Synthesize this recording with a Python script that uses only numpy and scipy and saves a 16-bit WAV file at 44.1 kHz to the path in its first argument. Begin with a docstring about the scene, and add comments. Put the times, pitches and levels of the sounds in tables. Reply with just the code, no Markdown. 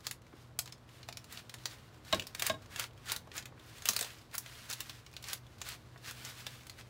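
"""A small hard kitchen: a spatula presses sticky dough into a parchment-lined metal pan, close to the microphone.
Sheet and dough snap as short noise bursts, with faint ticks that follow the rubbing.
Dough and pan rub in short strokes of grainy noise over a rustle; the spatula pats as low puffs.
The pan knocks on the counter as decaying sine modes, and the walls add a short tail.
Behind it an appliance hums and rumbles as wavering tones over filtered noise."""
import sys
import numpy as np
from scipy import signal
from scipy.fft import rfft, irfft, next_fast_len
from scipy.io import wavfile
from scipy.ndimage import uniform_filter1d, map_coordinates

SR = 44100
rng = np.random.default_rng(int(sys.argv[2]) if len(sys.argv) > 2 else 0)


def generate_wav(signal):
    """Clip the signal to [-1, 1] and save it as 16-bit WAV at the path in sys.argv[1]."""
    frames = np.transpose(np.atleast_2d(signal))
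    scaled = np.clip(frames, -1, 1) * 32767
    pcm = np.round(scaled).astype(np.int16)
    wavfile.write(sys.argv[1], SR, pcm)


N = 303849


def amp(db):
    """dB to gain."""
    return 10 ** (np.asarray(db) / 20)


def unit(x):
    """Scaled to rms 1."""
    return x / np.sqrt(np.mean(x ** 2) + 1e-20)


def along(points, hz):
    """Values between (f/Hz, value) points on a log frequency axis."""
    f, v = np.transpose(points)
    return np.interp(np.log(hz + 1), np.log(f + 1), v)


def wobble(rate):
    """A smooth random curve, rate knots a second."""
    knots = rng.standard_normal(int(N * rate / SR) + 4)
    return map_coordinates(knots, [np.arange(N) * rate / SR])


def filtered(x, response):
    """x with its spectrum multiplied by a response of frequency."""
    size = next_fast_len(x.shape[-1] + 4096)
    spectrum = rfft(x, size) * response(np.fft.rfftfreq(size, 1 / SR))
    return irfft(spectrum, size)[..., :x.shape[-1]]


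def snaps(rows):
    """Each snap is a sharp noise burst; the buckled patch of sheet favours one band."""
    # spectrum of the snapping sheet: (f/Hz, level/dB)
    sheet = [(240, -45), (400, -8.5), (2710, -2), (4180, -2), (5780, -5), (7400, -5), (7990, -8.5),
             (11900, -12), (13300, -15.5), (16000, -10)]
    t60_s, crack_t60_s, rise_s = 0.032, 0.0038, 0.00053
    bass_octaves = 2.34  # a positive tilt lifts the bass too, by as much as this many octaves of treble
    out, t = np.zeros(N + SR), np.arange(4096) / SR
    for s, db, peak_hz, tilt_db in rows:
        def colour(hz):
            patch = 1 + 1.3 / (1 + ((hz - peak_hz) / (0.11 * peak_hz)) ** 2)
            treble_octaves = np.log2((np.minimum(hz, 11000) + 300) / 4000)
            bass = bass_octaves / (1 + (hz / 1800) ** 4)
            return amp(along(sheet, hz)) * patch * amp(tilt_db * (treble_octaves + bass))

        burst = filtered(rng.standard_normal(len(t)), colour)
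        crack = filtered(burst, lambda hz: hz / (hz + 4000))  # the first instant is sharper and brighter
        burst = burst * amp(-60 * t / t60_s) + 3 * crack * amp(-60 * t / crack_t60_s)
        burst = burst * (1 - np.exp(-t / rise_s))
        out[round(s * SR):][:len(t)] += amp(db) * burst / np.abs(burst).max()
    return out[:N]


def ticks(rubbing, count=70):
    """Rows for faint snaps at random moments, stronger with the rubbing that frees them."""
    top_db = -44.5  # strongest peak while the rubbing is at -61 dB
    follows, scatter_db = 0.48, 3  # dB per dB of rubbing; mean drop below the strongest
    middle_hz = 2950
    draw = rng.random((count, 4))
    s = draw[:, 0] * (N - 1) / SR
    level = np.sqrt(np.abs(uniform_filter1d(rubbing ** 2, 1024)))
    rubbing_db = 20 * np.log10(level[(s * SR).astype(int)] + 1e-9)
    drop_db = scatter_db * np.minimum(-np.log(draw[:, 1]), 4)
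    db = top_db + follows * (rubbing_db + 61) - drop_db
    peak_hz = middle_hz * 2 ** (2 * draw[:, 2] - 1)  # within an octave either way
    tilt_db = 6 * draw[:, 3] - 4
    return np.transpose([s, db, peak_hz, tilt_db])


def crumbs(size, rate=2500, centre_hz=3800, spread=0.54, cycles=0.93, size_db=4):
    """Grains of sugar and oats let go at random, each a tiny damped ring at its own pitch."""
    draw = rng.random((int(size * rate / SR), 3))
    hz = centre_hz * np.exp(spread * rng.standard_normal(len(draw)))
    hz = np.clip(hz, 600, 15000)[:, None]
    t = np.arange(128) / SR
    strength = amp(np.minimum(-size_db * np.log(draw[:, 1:2]), 13))
    # low grains ring longer, so they start weaker
    decay = hz * np.exp(-t * hz / cycles)
    rings = strength * decay * np.sin(2 * np.pi * (hz * t + draw[:, 2:]))
    at = (draw[:, :1] * size).astype(int) + np.arange(len(t))
    return unit(np.bincount(at.ravel(), rings.ravel())[:size])


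def rub():
    """Dense tiny slips swell and fade under each stroke; the dragged sheet favours one band."""
    # spectrum of rubbing: (f/Hz, level/dB)
    rub_spectrum = [(250, -17.5), (500, -9.5), (900, -6.5), (1500, -1.5), (3000, -6), (4500, -5),
                    (8000, -8), (11000, -10.5), (16000, -12.5)]
    # restless sheet and pan, lifted by slow drags: (t/s, level/dB)
    rustle_levels = [(0, -66), (.2, -74), (.34, -67), (.42, -61.5), (.5, -71.5), (.86, -70.5), (.94, -59.5),
                     (1.1, -66.5), (1.5, -63.5), (1.64, -60.5), (1.9, -64.5), (2.02, -67.5), (2.2, -59),
                     (2.32, -62), (2.66, -65.5), (2.93, -72), (3.02, -62.5), (3.25, -68.5), (3.54, -70.5),
                     (3.7, -56.5), (4.14, -55), (4.3, -68), (4.4, -58), (4.56, -53), (4.96, -56.5),
                     (5.03, -66), (5.2, -62.5), (5.42, -67.5), (5.6, -63.5), (5.86, -65), (6.01, -67),
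                     (6.17, -54), (6.57, -55), (6.65, -62), (6.89, -66)]
    # quick strokes that smear dough, drag paper or slide the pan: (t/s of full strength, hold/s, level/dB, f/Hz)
    strokes = [(0.055, 0.013, -50.5, 4500), (1.317, 0.072, -51.5, 2830), (1.699, 0.044, -55, 3000),
               (2.082, 0.097, -52, 3000), (2.399, .055, -50, 2500), (2.464, 0.019, -38.5, 1780),
               (2.722, 0.022, -52, 1970), (2.797, 0.031, -41, 1580), (3.088, 0.05, -42, 1630),
               (3.357, 0.028, -45, 1800), (3.874, .19, -48, 3500), (4.346, 0.0046, -41.5, 2000),
               (4.704, 0.013, -44, 4000), (4.8, 0.015, -54, 3500), (5.273, 0.052, -44.5, 3130),
               (5.669, 0.054, -44.5, 3360), (5.978, .019, -101, 3000), (6.059, 0.04, -44.5, 2640),
               (6.189, 0.034, -55, 2930), (6.263, 0.037, -47.5, 3080), (6.38, 0.026, -52, 3040),
               (6.79, 0.015, -54, 2560)]
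    # edges to 1/e for a stroke held 50 ms; a shorter stroke has quicker edges
    rise_s, fall_s, edge_power = 0.02, 0.021, 0.24
    rustle_hz, bright_db, bright_db_per_octave = 3000, -3.5, 2  # a higher-pitched stroke is brighter
    dull_db_per_db = 0.16  # extra treble change per dB of rustle level above or below -58.5 dB
    lead = SR // 4  # strokes may start swelling before the scene does
    t = np.arange(-lead, SR // 2) / SR
    size = N + 2 * SR
    slow_db, fast_db = 1.5 * np.resize(wobble(45), size), 0.8 * np.resize(wobble(300), size)
    grit = rng.standard_normal(size) * amp(slow_db + fast_db)
    grains = unit(grit) + 0.42 * crumbs(size)

    def colour(peak_hz):
        treble_db = bright_db + bright_db_per_octave * np.log2(peak_hz / rustle_hz)

        def response(hz):
            top = amp(treble_db / (1 + (5000 / (hz + 1)) ** 4))
            band = 1 + 0.36 / (1 + ((hz - peak_hz) / (0.32 * peak_hz)) ** 2)
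            return amp(along(rub_spectrum, hz)) * top * band
        return response

    level_db = np.interp(np.arange(size) / SR - 1 / 4, *np.transpose(rustle_levels))
    rustle = unit(filtered(grains[::-1], colour(rustle_hz)))  # reversed, to differ from the strokes
    treble = filtered(rustle, lambda hz: 1 / (1 + (6000 / (hz + 1)) ** 4))
    treble_gain = amp(dull_db_per_db * (level_db + 58.5))
    out = amp(level_db) * (rustle - treble + treble_gain * treble)
    for s, hold, db, peak_hz in strokes:
        before, after = np.maximum(-t, 0), np.maximum(t - hold, 0)
        away = (before / rise_s + after / fall_s) / (20 * hold) ** edge_power
        start = round(s * SR)
        stroke = unit(filtered(grains[start:][:len(t)], colour(peak_hz)))
        out[start:][:len(t)] += amp(db) * np.exp(-away ** 1.13) * stroke
    return out[lead:][:N]


def pats():
    """A soft contact of spatula on dough gives a short puff of noise without a ring."""
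    # dull pats, level before the decay: (t/s, level/dB, f/Hz)
    pat_rows = [(.328, -48, 920), (.337, -42, 272), (1.088, -41, 600), (2.42, -38, 600), (2.795, -38, 1480),
                (3.272, -43, 675), (3.523, -45, 750), (3.577, -52, 1420), (4.013, -36, 447),
                (4.046, -43, 690), (4.347, -38.5, 1330), (4.7, -48, 500), (4.896, -50, 1250),
                (5.614, -46, 663), (5.959, -45.5, 1090)]
    octaves, t60_s, rise_s = 0.82, 0.032, 0.00034  # octaves from the centre to 6 dB down
    out, t = np.zeros(N + SR), np.arange(4096) / SR
    for s, db, peak_hz in pat_rows:
        puff = filtered(rng.standard_normal(len(t)),
                        lambda hz: amp(-6 * (np.log2((hz + 1) / peak_hz) / octaves) ** 2))
        envelope = amp(db - 60 * t / t60_s) * (1 - np.exp(-t / rise_s))
        out[round(s * SR):][:len(t)] += envelope * unit(puff)
    return out[:N]


def ring(modes, t, tilt_db=0, share=1):
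    """One blow: each mode at a slightly random strength, tilted in dB/octave; a held body dies sooner."""
    out = np.zeros(len(t))
    for hz, db, t60 in modes:
        strength_db = db + rng.normal(0, 1) + tilt_db * np.log2(hz / 645)
        out += amp(strength_db - 60 * t / (t60 * share)) * np.sin(2 * np.pi * hz * t)
    return out


def knocks():
    """The pan rings briefly, damped by the dough; the counter thuds and rumbles on."""
    # pan on counter, level before a common 7 dB gain:
    # (t/s, level/dB, counter thud level/dB, pan treble tilt/dB per octave, share of full ring length)
    knock_rows = [(2.13, -21.5, -6.5, 4.5, 0.49), (2.498, -26, -9, 2.5, 0.66), (2.538, -43, -6, 2, 0.94),
                  (3.891, -43, -2.5, -14, 0.4)]
    # modes of the metal pan: (f/Hz, level/dB, t60/s)
    pan_modes = [(408, -26.5, .12), (640, 4.5, 0.071), (1078, -2.5, 0.1), (1625, -10, 0.1),
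                 (1830, -29, 0.1), (2200, -12, 0.063), (2680, -26.5, 0.078), (2910, -6.5, 0.037),
                 (3450, -22, 0.091), (3768, -7.5, 0.053), (3793, -25, 0.18)]
    # modes of the counter: (f/Hz, level/dB, t60/s)
    counter_modes = [(98, -15, 0.76), (155, -19, 0.04), (224, -6, 0.14), (357, -33, 0.32)]
    out, t = np.zeros(N + SR), np.arange(SR // 2) / SR
    for s, db, thud_db, tilt_db, share in knock_rows:
        metal = ring(pan_modes, t, tilt_db, share) * (1 - np.exp(-t / 0.0067))
        rumble = unit(filtered(rng.standard_normal(len(t)),
                               lambda hz: hz / (hz + 80) / (1 + (hz / 400) ** 2)))
        thud = ring(counter_modes, t, share=share) + 0.23 * amp(-60 * t / 0.3) * rumble
        thud = amp(thud_db) * thud * (1 - np.exp(-t / 0.0044))
        out[round(s * SR):][:len(t)] += amp(db + 7.0) * (metal + thud)
    return out[:N]


def walls(x):
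    """Short tail of hard walls: decaying noise, drawn anew for every third of a second of sound."""
    # decay of the room: (f/Hz, t60/s)
    room_decay = [(300, 0.27), (1500, 0.13), (5000, 0.14), (14000, 0.13)]
    out, step = np.zeros(N + 2 * SR), SR // 3
    delay = 130  # samples, about 3 ms
    for start in range(0, N, step):
        hz, t, z = signal.stft(rng.standard_normal(SR // 4), SR, nperseg=128)
        decay = amp(-60 * t / along(room_decay, hz)[:, None])
        tail = signal.istft(z * decay, SR, nperseg=128)[1]
        wet = signal.fftconvolve(x[start:start + step], tail / np.linalg.norm(tail))
        out[start + delay:][:len(wet)] += wet
    return out[:N]


def kitchen():
    """Room tone of filtered noise under a motor hum whose tones waver in pitch and level."""
    # spectrum of the room tone: (f/Hz, level/dB)
    air_spectrum = [(15, -16), (25, -7), (105, 4), (180, -6), (223, -9), (463, -11), (936, -16.5),
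                    (1020, -13.5), (1290, -17), (2160, -26), (2690, -31.5), (3820, -30), (16000, -68)]
    # hum tones, level about which each wavers: (f/Hz, waver/Hz, level/dB)
    hum_tones = [(121.3, 2.964, -56.5), (240.4, 3.44, -67.5), (316.3, 5.84, -69)]
    air_db = -56
    air = unit(filtered(rng.standard_normal(N), lambda hz: amp(along(air_spectrum, hz))))
    out = amp(air_db + wobble(1.073)) * air
    for tone_hz, waver_hz, db in hum_tones:
        phase = 2 * np.pi * np.cumsum(tone_hz + waver_hz * wobble(12)) / SR
        out = out + amp(db + 2.5 * wobble(9)) * np.sin(phase)
    return out


def scene():
    """Close sounds, their echo and the room tone; the pan's long ring gains less from the walls."""
    # clear snaps of parchment and sticky dough, and the sharp contact crack of the pan's knocks at 2.13 s and
    # 2.50 s: (t/s, peak level/dB, favoured f/Hz, treble tilt/dB per octave)
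    snap_rows = [(.0679, -18, 4800, 2.5), (.1109, -24, 2150, 4), (.5896, -16, 4800, 6),
                 (.658, -35, 4870, -2), (.6757, -36, 1670, -5), (.7237, -35.5, 5500, -4),
                 (1.03, -40, 4140, -7), (1.0873, -30, 2570, -3), (1.1258, -34, 4740, -2),
                 (1.1712, -28.5, 5440, 0.5), (1.2428, -38.5, 1030, 1), (1.325, -30.5, 3540, 8),
                 (1.3735, -31, 4040, -8), (1.495, -33, 4070, -3.5), (1.5404, -30, 1520, -1.5),
                 (1.656, -21, 4730, 0), (1.7113, -41, 4730, -3), (2.1265, -14.5, 1070, -7),
                 (2.1454, -24, 1720, 0), (2.1962, -22, 2950, -3), (2.2223, -31.5, 1590, -6),
                 (2.2687, -31, 4830, 4.5), (2.3485, -25, 1920, 1), (2.3958, -21.5, 3420, 2.5),
                 (2.4217, -16, 2010, 2), (2.4658, -16, 2610, 8), (2.4967, -23, 1110, -8),
                 (2.6593, -44, 1480, -4), (2.7602, -26.5, 1520, -3), (2.796, -18, 3240, 4),
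                 (2.8398, -28, 1550, -3.5), (3.0858, -34, 1460, -2), (3.0979, -21.5, 3700, -7),
                 (3.1186, -15.5, 4600, 6), (3.1628, -21, 3680, 4), (3.316, -35.5, 1360, -10),
                 (3.3667, -28.5, 1320, 11), (3.3789, -25.5, 6600, -2), (3.4251, -39, 3400, -3),
                 (3.456, -32, 2080, -0.5), (3.7828, -37, 3540, .7), (3.8212, -35, 6610, .7),
                 (3.8554, -19, 2870, 3.5), (3.8724, -28, 2830, 0), (3.8797, -30, 4000, 1),
                 (3.8876, -9, 5870, 4.5), (3.9068, -21, 6200, 16), (3.9335, -21.5, 3920, 6),
                 (3.9639, -15.5, 4640, 4), (3.9906, -20.5, 3730, 6), (4.01, -18.5, 8060, 3.5),
                 (4.0264, -23.5, 4030, 5), (4.0457, -28.5, 3020, 0), (4.104, -35.5, 1460, -3),
                 (4.341, -33, 2200, 10), (4.352, -22.5, 4500, 10), (4.3807, -18.5, 6240, 11),
                 (4.4614, -33.5, 2110, -4), (4.7, -25, 6000, 5.5), (4.7115, -26, 5500, 1),
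                 (4.7275, -24.5, 4000, 8), (4.733, -23.5, 3500, 5.5), (4.7818, -44, 1920, -1),
                 (4.805, -23.5, 3720, 5), (4.8958, -29, 3640, -3.5), (5.0637, -39.5, 1310, -7),
                 (5.138, -40, 2500, 0), (5.1656, -29, 3720, -5), (5.226, -38, 3910, 4),
                 (5.2407, -30.5, 4200, -2.5), (5.2847, -28, 5730, 1), (5.298, -33, 5000, -2),
                 (5.3313, -18.5, 3030, 7.5), (5.6154, -26, 6960, -5), (5.688, -26, 2730, 8),
                 (6.11, -31, 1390, 3.5), (6.2492, -31, 6900, -1), (6.4662, -26.5, 3520, -3.5),
                 (6.6678, -36, 3440, 5), (6.6967, -31.5, 4500, 0), (6.8105, -39.5, 1540, -11)]
    rubbing = rub()
    paper = snaps(snap_rows) + snaps(ticks(rubbing)) + pats() + rubbing
    pan = knocks()
    echo = walls(amp(-8.5) * paper + amp(-17) * pan)
    return (paper + pan + echo + kitchen())[None]


def record(dry):
    """The low end thins out below 45 Hz; the treble falls steeply near 16 kHz and ends at top_hz."""
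    # level at the ends of the spectrum: (f/Hz, level/dB)
    edge = [(20, -28), (45, -3), (15700, -0.5), (16100, -28), (16900, -36)]
    top_hz = 16850
    return filtered(dry, lambda hz: amp(along(edge, hz)) * (hz < top_hz))


dry = scene()
out = record(dry)
generate_wav(out)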